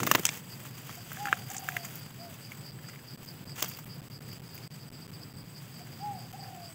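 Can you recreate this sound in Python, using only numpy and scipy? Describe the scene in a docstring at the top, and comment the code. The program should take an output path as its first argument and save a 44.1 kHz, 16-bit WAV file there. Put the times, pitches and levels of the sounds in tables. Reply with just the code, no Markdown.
"""Parrots on an earth mound

Small parrots flap up an earth mound and scrabble over its dry crust, close to a phone: short bursts
ring damped resonances, amid rustling grains and low wing air. A dove, a gliding near sine, coos
further off; crickets, noise pulses through a wing resonance, chirp and whine over a low outdoor hum
of filtered noise. Now and then the whole sound cuts out for an instant."""
import sys
import numpy as np
from scipy import signal
from scipy.fft import rfft, irfft
from scipy.io import wavfile
from scipy.ndimage import uniform_filter1d

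SR = 44100
rng = np.random.default_rng(int(sys.argv[2]) if len(sys.argv) > 2 else 0)


def natural_amplitude(level_db):
    """Convert a level in decibels to a linear amplitude factor, elementwise."""
    exponent = np.asarray(level_db, float) / 20
    return 10 ** exponent


def pcm_store(signal):
    """Save signal as 16-bit PCM."""
    levels = np.round(np.clip(np.atleast_2d(signal), -1, 1) * 32767)
    wavfile.write(sys.argv[1], SR, levels.astype(np.int16).T)


N = 297234

# wing claps: (time [s], thump peak [dB], feather swish peak [dB], top hiss peak [dB], thump pitch [Hz])
WING_CLAPS = [(.001, -25.5, -28, -28, 1220), (.031, -20.5, -21, -24, 865), (.066, -20, -21.5, -17, 1940),
              (.072, -18, -26, -16, 1260), (0.113, -7, -10.5, -10, 1130), (.138, -34, -26, -38, 1900),
              (.149, -8.5, -17.5, -14, 970), (.153, -16, -18.5, -13, 1900), (0.181, -28.5, -41, -45, 480),
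              (.194, -33, -28, -24, 1860), (.234, -37, -44, -31, 3400), (.252, -13.5, -7.5, -11.5, 2680),
              (.264, -26, -18, -32, 1960), (0.279, -34, -31, -42, 1990), (0.289, -17.5, -20.5, -33, 2190),
              (3.557, -49, -45, -42, 1610), (3.594, -41, -35, -42, 2800), (3.605, -33, -29, -27, 2870),
              (3.6221, -25, -22, -31, 540), (3.625, -21, -23, -12.5, 3160), (3.639, -29.5, -35, -34, 560),
              (3.644, -41, -27, -26, 1490), (3.66, -33, -47, -34, 3160), (3.682, -56, -38, -28, 2670),
              (3.688, -53, -39, -26, 1840), (3.697, -52, -37, -32, 3100), (3.712, -40, -42, -38, 2470),
              (3.735, -45, -39, -40, 2350), (3.771, -38.5, -42, -31, 2520), (3.787, -38.5, -41, -36, 637)]
# claws, beak and tail on the crust: (time [s], thump peak [dB], swish peak [dB], top hiss peak [dB],
# thump pitch [Hz])
CRUST_BLOWS = [(.6532, -37, -47, -42, 1190), (.8937, -30.5, -45, -54, 1180), (.952, -44, -39.5, -36, 2120),
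               (1.1173, -30, -40, -36, 1590), (1.13, -53, -50, -28, 1680), (1.1702, -32, -47, -51, 1610),
               (1.255, -21.5, -36, -43, 1600), (1.271, -23.5, -48, -51, 1400), (1.284, -25, -55, -52, 1670),
               (1.2914, -37, -51, -46, 1850), (1.3273, -6.5, -32, -49, 1480),
               (1.3708, -35.5, -54, -52, 1450), (1.5008, -36, -30.5, -31, 1690),
               (1.5144, -38, -32, -45, 1870), (1.544, -36, -36, -36, 1880), (1.5652, -41, -27, -40, 2150),
               (1.5804, -53, -26.5, -42, 2940), (1.5934, -56, -54, -35, 1710),
               (1.6871, -17, -30, -24, 1570), (1.7203, -34, -58, -37, 2480),
               (1.7666, -16.5, -35, -29, 2070), (1.8467, -35.5, -33, -32, 1300),
               (1.8502, -33.5, -30.5, -42, 2320), (1.9547, -47, -41, -27, 3200),
               (1.992, -56, -55, -36, 2740), (2.5182, -31.5, -44, -42, 2280),
               (2.7884, -41.5, -61, -59, 1750), (2.843, -42, -60, -58, 1800), (2.8865, -39, -42, -57, 1390),
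               (2.8956, -39, -57, -57, 2030), (2.9342, -42, -61, -55, 1890), (2.9582, -41, -61, -55, 2190),
               (2.9906, -43, -61, -52, 2070), (3.246, -58, -42, -42, 3040), (3.4945, -42, -49, -51, 2280),
               (3.864, -45, -63.5, -40, 2510), (4.2095, -44, -60, -52, 1580), (4.2204, -52, -54, -47, 2270),
               (4.288, -44, -49, -38, 2060), (4.3301, -43, -45, -38, 3150), (4.5434, -51, -52, -35, 1510),
               (4.5511, -46, -53, -32, 1280), (4.578, -38.5, -44, -39, 2500), (6.4434, -43, -61, -56, 1720)]


def evened(x):
    """Normalisation by energy: scales a signal to rms 1."""
    return x / np.sqrt(np.mean(x ** 2) + 1e-20)


def curve(rows, column=1):
    """Linear interpolation: one column of a table at every sample."""
    rows = np.array(rows)
    return np.interp(np.arange(N) / SR, rows[:, 0], rows[:, column])


def shape(x, points):
    """Linear filtering: multiplies the spectrum by a (frequency [Hz], gain [dB]) curve."""
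    hz, db = np.transpose(points)
    f = np.fft.rfftfreq(len(x), 1 / SR)
    gain_db = np.interp(np.log(f + 1), np.log(hz), db)
    return irfft(rfft(x) * natural_amplitude(gain_db), len(x))


def coloured(x, points):
    """Spectral colouring: filters a signal and brings it to rms 1."""
    return evened(shape(x, points))


def resonate(x, hz, width):
    """Damped resonance: a pole pair whose radius sets the bandwidth [Hz]."""
    r = np.exp(-np.pi * width / SR)
    return signal.lfilter([1, 0, -1], [1, -2 * r * np.cos(2 * np.pi * hz / SR), r * r], x)


def add(mix, s, sound):
    """Superposition: adds a sound to the mix at s seconds."""
    part = mix[max(round(s * SR), 0):][:len(sound)]
    part += sound[:len(part)]


def wander(seconds):
    """Random fluctuation: noise averaged over a time span, at rms 1."""
    return evened(uniform_filter1d(rng.standard_normal(N), max(round(seconds * SR), 2)))


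def bed():
    """Stationary noise: outdoor hum and hiss of fixed colour whose level drifts a little."""
    # spectrum of hum and hiss: (frequency [Hz], relative level [dB])
    hum_spectrum = [(30, -35), (70, -20.5), (110, -0.5), (145, 2), (200, -6.5), (300, -13.5), (600, -21.5),
                    (1500, -26), (3400, -31.5), (4200, -31), (6000, -38.5), (9000, -40), (12000, -34.5),
                    (14500, -31), (16000, -28.5)]
    level = natural_amplitude(-47.5 + 1. * wander(0.13))
    return level * coloured(rng.standard_normal(N), hum_spectrum)


def crickets():
    """Stridulation: uneven file strokes ring a wing near 4.8 kHz; far insects blur into a whine."""
    # chirps, about 4.7 a second; a second singer falls between them from 4.5 s:
    # (middle [s], level [dB], length [s])
    chirp_rows = [(0.106, -57, .073), (.337, -60, 0.07), (.523, -51, .048), (.763, -60, .067),
                  (.94, -60, 0.11), (1.012, -59, .064), (1.23, -57, 0.088), (1.42, -57, 0.1),
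                  (1.62, -57, 0.12), (1.828, -53, .085), (2.022, -57, .11), (2.23, -54, 0.071),
                  (2.45, -52.5, .056), (2.678, -50.5, .078), (2.885, -56.5, .08), (3.108, -52.5, 0.069),
                  (3.297, -49, 0.046), (3.505, -51, 0.057), (3.712, -56, .14), (3.93, -52.5, 0.071),
                  (4.148, -54.5, 0.059), (4.324, -54, 0.074), (4.495, -61, 0.11), (4.554, -55.5, .057),
                  (4.65, -56.5, 0.053), (4.733, -60, 0.067), (4.826, -56, .047), (4.955, -57, .043),
                  (5.036, -53.5, 0.041), (5.15, -54.5, .043), (5.229, -52, .028), (5.398, -55.5, 0.049),
                  (5.575, -51, .047), (5.79, -56.5, 0.12), (5.929, -57, .033), (6.02, -59, 0.074),
                  (6.21, -56.5, 0.11), (6.435, -55, .1), (6.658, -54, 0.077)]
    # wing resonance: (frequency [Hz], gain [dB])
    wing_spectrum = [(4000, -27), (4450, -4.5), (4750, 6), (5050, 2), (5300, -12.5), (5900, -22)]
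    # steady far insects: (frequency [Hz], bandwidth [Hz], level [dB])
    whine_rows = [(7720, 170, -69), (8040, 86, -65)]
    t = np.arange(N) / SR
    swell = np.full(N, natural_amplitude(-62.5))  # far chirps merge under the near ones
    for s, db, length in chirp_rows:
        swell += natural_amplitude(db) * np.exp(-abs((t - s) / (0.51 * length)) ** 3)
    struck = rng.random(N) < 5000 / SR  # 5000 strokes a second on average
    strokes = rng.standard_normal(N) * natural_amplitude(1.8 * wander(0.0026)) * struck
    out = swell * coloured(strokes, wing_spectrum)
    for hz, width, db in whine_rows:
        whine = resonate(resonate(rng.standard_normal(N), hz, width), hz, 3 * width)
        out += natural_amplitude(db + 3.1 * wander(0.046)) * evened(whine)
    return out


def held_coos():
    """Frequency modulation: near-sine notes arch in pitch, swell, drop in loudness and fade."""
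    # held coos: (start [s], length [s], level while held [dB], top pitch [Hz],
    # place of the loudness drop [share of length])
    coo_rows = [(0.966, 0.047, -54, 707, 0.57), (1.165, 0.21, -39.5, 828.5, 0.64),
                (2.174, 0.16, -51, 698, 0.68), (5.798, 0.037, -51.5, 716, 0.7),
                (5.991, 0.22, -38, 835, 0.59)]
    longest_rise_s, swell_to = 0.0702, 0.23  # swell_to is a share of the length
    out = np.zeros(N)
    for s, length, db, top_hz, drop_at in coo_rows:
        u = np.linspace(0, 1, round(length * SR))
        top_at = min(longest_rise_s / length, .5)
        bend = 0.153 * np.maximum(1 - u / top_at, 0) ** 2
        bend += 0.207 * np.maximum((u - top_at) / (1 - top_at), 0) ** 1.58
        hz = top_hz * (1 - bend * (length / .22) ** 1.34)  # shorter coos bend less
        db = db - 17.5 * np.maximum(1 - u / swell_to, 0) ** 0.99
        db = db - 8 * np.clip((u - drop_at) / .1 + .5, 0, 1)
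        db = db - 11 * np.maximum((u - drop_at) / (1 - drop_at), 0) ** 2
        tone = np.sqrt(2) * np.sin(2 * np.pi * np.cumsum(hz) / SR)
        add(out, s, natural_amplitude(db) * tone * signal.windows.tukey(len(u), .1))
    return out


def throbs(s, db, hz, gap):
    """Pulse train: rows (middle [s], level [dB], pitch [Hz], length [s]) of one quickening roll."""
    # two last notes: (time after last throb [s], level against roll [dB], pitch [Hz], length [s])
    end_notes = [(0.052, -4.5, 692, 0.1296), (.118, -12.5, 664, .09)]
    count, duty = 9, .75  # duty is the share of a gap that sounds
    gaps = gap + .027 * .55 ** np.arange(count)  # early gaps are longer
    at = s + np.cumsum(gaps) - gaps
    u = np.linspace(0, 1, count)
    rows = np.transpose([at, db - 3 * u, hz - 61 * u ** 1.4, duty * gaps])
    ending = [(at[-1] + after, db + less_db, end_hz, length)
              for after, less_db, end_hz, length in end_notes]
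    return [*rows] + ending


def rolling_coos():
    """Amplitude modulation: long falling coos break into throbs with a pitch glide in each."""
    # rolls: (first throb [s], level [dB], pitch [Hz], shortest gap [s])
    roll_rows = [(1.513, -43.5, 785, .0225), (6.349, -43, 785, .021)]
    out = np.zeros(N)
    for s, db, hz, length in [row for roll in roll_rows for row in throbs(*roll)]:
        u = np.linspace(-1, 1, round(length * SR))
        # long high throbs rise, the low last notes sag
        scoop = np.clip((hz - 720) / 60., -.3, 1) * 90 * min(length / 0.033, 1) * u
        tone = np.sin(2 * np.pi * (np.cumsum(hz + scoop) / SR + rng.random()))
        add(out, s - length / 2, natural_amplitude(db) * tone * np.cos(np.pi / 2 * u) ** 0.82 * np.exp(-.4 * u))
    return out


def dove():
    """Reflection and scattering: coos return as echoes and a soft decaying tail by convolution."""
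    # echoes off trees and banks: (delay [s], level [dB])
    echo_rows = [(.07, -18.5), (.12, -26), (.19, -43)]
    coos = held_coos() + rolling_coos()
    t = np.arange(SR // 2) / SR
    tail = rng.standard_normal(len(t)) * natural_amplitude(-60 * t / 0.41) * (t > .03)
    back = natural_amplitude(-12) * tail / np.linalg.norm(tail)
    for delay, db in echo_rows:
        scattered = rng.standard_normal(900) * np.hanning(900)  # many leaves and trunks
        add(back, delay, natural_amplitude(db) * scattered / np.linalg.norm(scattered))
    return coos + signal.fftconvolve(coos, back)[:N]


def downwash():
    """Turbulence: wing strokes push air, heard as low lumpy noise that decays exponentially."""
    # strokes: (time [s], level before the final tilt [dB], decay by 60 dB [s])
    stroke_rows = [(0, -32, 0.23), (0.031, -40, 0.12), (.064, -35.5, 0.14), (.112, -30, 0.067),
                   (0.147, -28, 0.11), (0.178, -34, .04), (.192, -35, .05), (.286, -40, .05),
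                   (3.595, -46, .06), (3.62, -42, 0.11)]
    # colour of the air noise: (frequency [Hz], relative level [dB])
    air_spectrum = [(50, -43), (110, 6.5), (250, 4.5), (500, -2), (1000, -27)]
    level, t = np.zeros(N), np.arange(SR // 2) / SR
    onset = np.sin(np.pi / 2 * np.minimum(t / 0.0051, 1)) ** 2
    for s, db, t60 in stroke_rows:
        add(level, s, natural_amplitude(db - 60 * t / t60) * onset)
    lumps = natural_amplitude(3.5 * wander(.012))
    air = level * lumps * coloured(rng.standard_normal(N), air_spectrum)
    return shape(air, [(45, -20), (90, 1.5), (16000, 2.5)])


def stirred(column, db):
    """Energy summation: rustle level that swells before each blow and settles after it."""
    rise_s, fall_s = 0.0068, 0.011
    t, power = np.arange(-.03, .15, 1 / SR), np.zeros(N)
    bump = np.exp(np.where(t < 0, t / rise_s, -t / fall_s))
    for row in WING_CLAPS + CRUST_BLOWS:
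        peak_db = db + 0.48 * (row[column] + 32.5)  # db belongs to a -32.5 dB blow
        add(power, row[0] + t[0], natural_amplitude(peak_db) ** 2 * bump)
    return np.sqrt(power)


def rustle():
    """Granular noise: dense tiny grains of feathers and grit clump; a few stand out as crackle."""
    # rustle between the blows: (time [s], treble level [dB], middle level [dB])
    rustle_rows = [(0, -46, -46), (.2, -46, -50), (.37, -47, -47), (.42, -53.5, -55.5), (.9, -53.5, -54),
                   (1.3, -52, -51), (1.48, -53, -54), (1.51, -49, -48.5), (1.62, -52, -53.5),
                   (1.78, -48.5, -51.5), (1.84, -50, -53), (1.98, -50, -54), (2.04, -60, -57.5),
                   (2.3, -58, -59.5), (2.345, -55, -54), (2.39, -58, -58), (2.52, -55, -57),
                   (2.75, -63, -63), (2.99, -58, -59.5), (3.2, -61, -62), (3.31, -53, -57),
                   (3.45, -62, -61.5), (3.53, -66, -68), (3.565, -50, -48.5), (3.66, -50, -50),
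                   (3.78, -54, -58), (3.86, -61, -62.5), (4.6, -62, -59), (5.4, -67, -64.5),
                   (5.65, -60, -58.5), (6.74, -59.5, -57.5)]
    # colours of the three bands, each: (frequency [Hz], relative level [dB])
    treble_spectrum = [(7500, -25), (9000, 2.5), (11500, 0.5), (14500, 9), (16000, 3.5)]
    middle_spectrum = [(200, -9), (500, -3), (1500, 0), (3200, 0.5), (4200, -10.5), (6000, -10.5)]
    swish_spectrum = [(3800, -7.5), (5000, -3.5), (6500, 3.5), (7800, 3.5), (9000, -8), (11000, -12)]
    clumps_db = 2. * wander(0.008)
    drift_db = 2. * np.tanh(wander(0.058))
    treble_db, middle_db = curve(rustle_rows, column=1), curve(rustle_rows, column=2)
    swish_db = -58.5 + 1.31 * (middle_db + 55)  # follows the middle more steeply
    # each band: (steady level [dB], blow column, stirred level [dB], colour, grain spread [dB])
    bands = ((treble_db, 3, -55, treble_spectrum, 3.),
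             (middle_db, 1, -54, middle_spectrum, 2.),
             (swish_db, 2, -55.5, swish_spectrum, 3.))
    out = np.zeros(N)
    for steady_db, column, stir_db, colour, spread_db in bands:
        level = np.hypot(natural_amplitude(steady_db + drift_db), stirred(column, stir_db))
        size = natural_amplitude(spread_db * np.minimum(rng.exponential(1, N), 5) + clumps_db)
        grains = size * rng.standard_normal(N) * (rng.random(N) < 6000 / SR)
        out += level * coloured(grains, colour)
    return out


def blows(rows, ringing, width_hz, rise_s, contact_s, grit, broad, push, swish_hz, swish_width):
    """Impact excitation: a click and crumbling puff ring a hollow thump, a swish and a top hiss."""
    out, t = np.zeros(N), np.arange(4000) / SR
    base_t60, pitch_power, strength_power = ringing
    contact = np.exp(-((t[:40] - t[20]) / contact_s) ** 2)
    for s, thump_db, swish_db, top_db, hz in rows:
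        # the higher and the harder the blow, the shorter its puff
        strength = natural_amplitude(max(thump_db, swish_db, top_db) + 26.5)
        t60 = base_t60 * (1500 / hz) ** pitch_power / strength ** strength_power
        puff = rng.standard_normal(len(t)) * (1 - np.exp(-(t / rise_s) ** 2)) * natural_amplitude(-60 * t / t60)
        click = np.exp(-((t - rise_s) / contact_s) ** 2)
        strike = click + grit * np.convolve(puff, contact, "same") / (contact_s * SR)
        thump = evened(resonate(resonate(strike, hz, width_hz), hz, 3 * width_hz))
        # a higher, looser mode
        loose = resonate(resonate(strike, 1.35 * hz, 3 * width_hz), 1.3 * hz, 6 * width_hz)
        thump += broad * evened(loose)
        thump += push * evened(resonate(strike, .5 * hz, 940))  # the weight behind it
        swish = resonate(resonate(puff, swish_hz, swish_width), swish_hz, 7.9 * swish_width)
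        swish = resonate(swish, swish_hz, 5300)
        snap = puff + 3.4 * np.exp(-((t - rise_s) / 1.5e-5) ** 2)
        top = resonate(resonate(snap, 15000, 3200), 14500, 7500)
        for db, part in ((thump_db, thump), (swish_db, swish), (top_db, top)):
            add(out, s, natural_amplitude(db) * part / abs(part).max())
    return out


def scrabbles():
    """Contact excitation: claws, beak and tail strike the dry crust with a longer contact."""
    # ringing: (decay by 60 dB [s], power of pitch, power of strength)
    return blows(CRUST_BLOWS, ringing=(0.023, .3, 0.21), width_hz=470, rise_s=0.00081,
                 contact_s=0.00014, grit=0.44, broad=0.46, push=0.22, swish_hz=6880, swish_width=1460)


def wing_claps():
    """Impulsive excitation: brief wing blows ring wide, strongly damped resonances."""
    # ringing: (decay by 60 dB [s], power of pitch, power of strength)
    return blows(WING_CLAPS, ringing=(0.023, 0.48, 0.16), width_hz=550, rise_s=0.001084,
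                 contact_s=4e-5, grit=0.49, broad=0.55, push=0.61, swish_hz=6200, swish_width=3160)


def ground_bounce(near):
    """Early reflection: convolution with a short decaying noise burst from the ground."""
    t = np.arange(3000) / SR
    bounce = rng.standard_normal(len(t)) * natural_amplitude(-60 * t / 0.015) * (t > .002)
    return natural_amplitude(-11.0) * signal.fftconvolve(near, bounce / np.linalg.norm(bounce))[:N]


def scene():
    """Superposition: near birds with their ground bounce over the far sounds."""
    far = bed() + crickets() + dove()
    near = scrabbles() + wing_claps()
    near = near + ground_bounce(near)
    return (far + downwash() + rustle() + near)[None]


def top_cut(x):
    """Nothing passes above the cut-off."""
    return signal.sosfilt(signal.butter(12, 17020, fs=SR, output="sos"), x)


def record(dry):
    """Linear response and gating: microphone colour, then abrupt level drops of milliseconds."""
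    # the microphone's notch, dip and upper edge: (frequency [Hz], gain [dB])
    mic_response = [(3600, 1), (3900, -1), (4200, -1.5), (4500, 0), (4800, -0.5), (8300, -0.5),
                    (9200, -4.5), (11500, -2), (13000, -2), (15700, 1), (15950, -27), (17000, -40)]
    # the sound cuts out: (time [s], length [ms])
    cut_rows = [(2.115, 1.7), (2.7077, 3.1), (2.7131, 5.8), (2.753, 2.1), (2.7815, 1.8), (3.032, 1.8),
                (3.1618, 12.6), (3.226, 2.4), (3.2524, 3.6), (3.256, 2.6), (3.4454, 8.4), (3.47, 1.5),
                (3.8485, 7.0), (3.8818, 1.8), (4.0086, 8.2), (4.0219, 3.0), (4.0846, 14.5), (4.1807, 5.8),
                (4.1927, 12.4), (4.2123, 3.4), (4.2445, 2.0), (4.3844, 4.4), (4.3898, 5.5), (4.4067, 3.6),
                (4.4112, 7.3), (4.4831, 4.5), (4.6776, 20.1), (4.6977, 4.7), (4.7034, 2.5), (4.8915, 9.9),
                (4.9061, 10.3), (4.9187, 4.0), (5.0683, 9.4), (5.086, 3.2), (5.1083, 7.3), (5.293, 2.0),
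                (5.3291, 7.5), (5.3556, 3.7), (5.4332, 5.1), (5.4515, 2.2), (5.842, 2.2), (6.319, 7.3)]
    shut = np.zeros(N)
    for s, ms in cut_rows:
        add(shut, s, np.ones(round(ms * SR / 1000)))
    left = natural_amplitude(-24)  # what remains within a cut
    gain = 1 - (1 - left) * uniform_filter1d(np.minimum(shut, 1), size=12)
    mix = shape(dry[0], mic_response)[None] * gain
    return top_cut(mix)


dry = scene()
out = record(dry)
pcm_store(out)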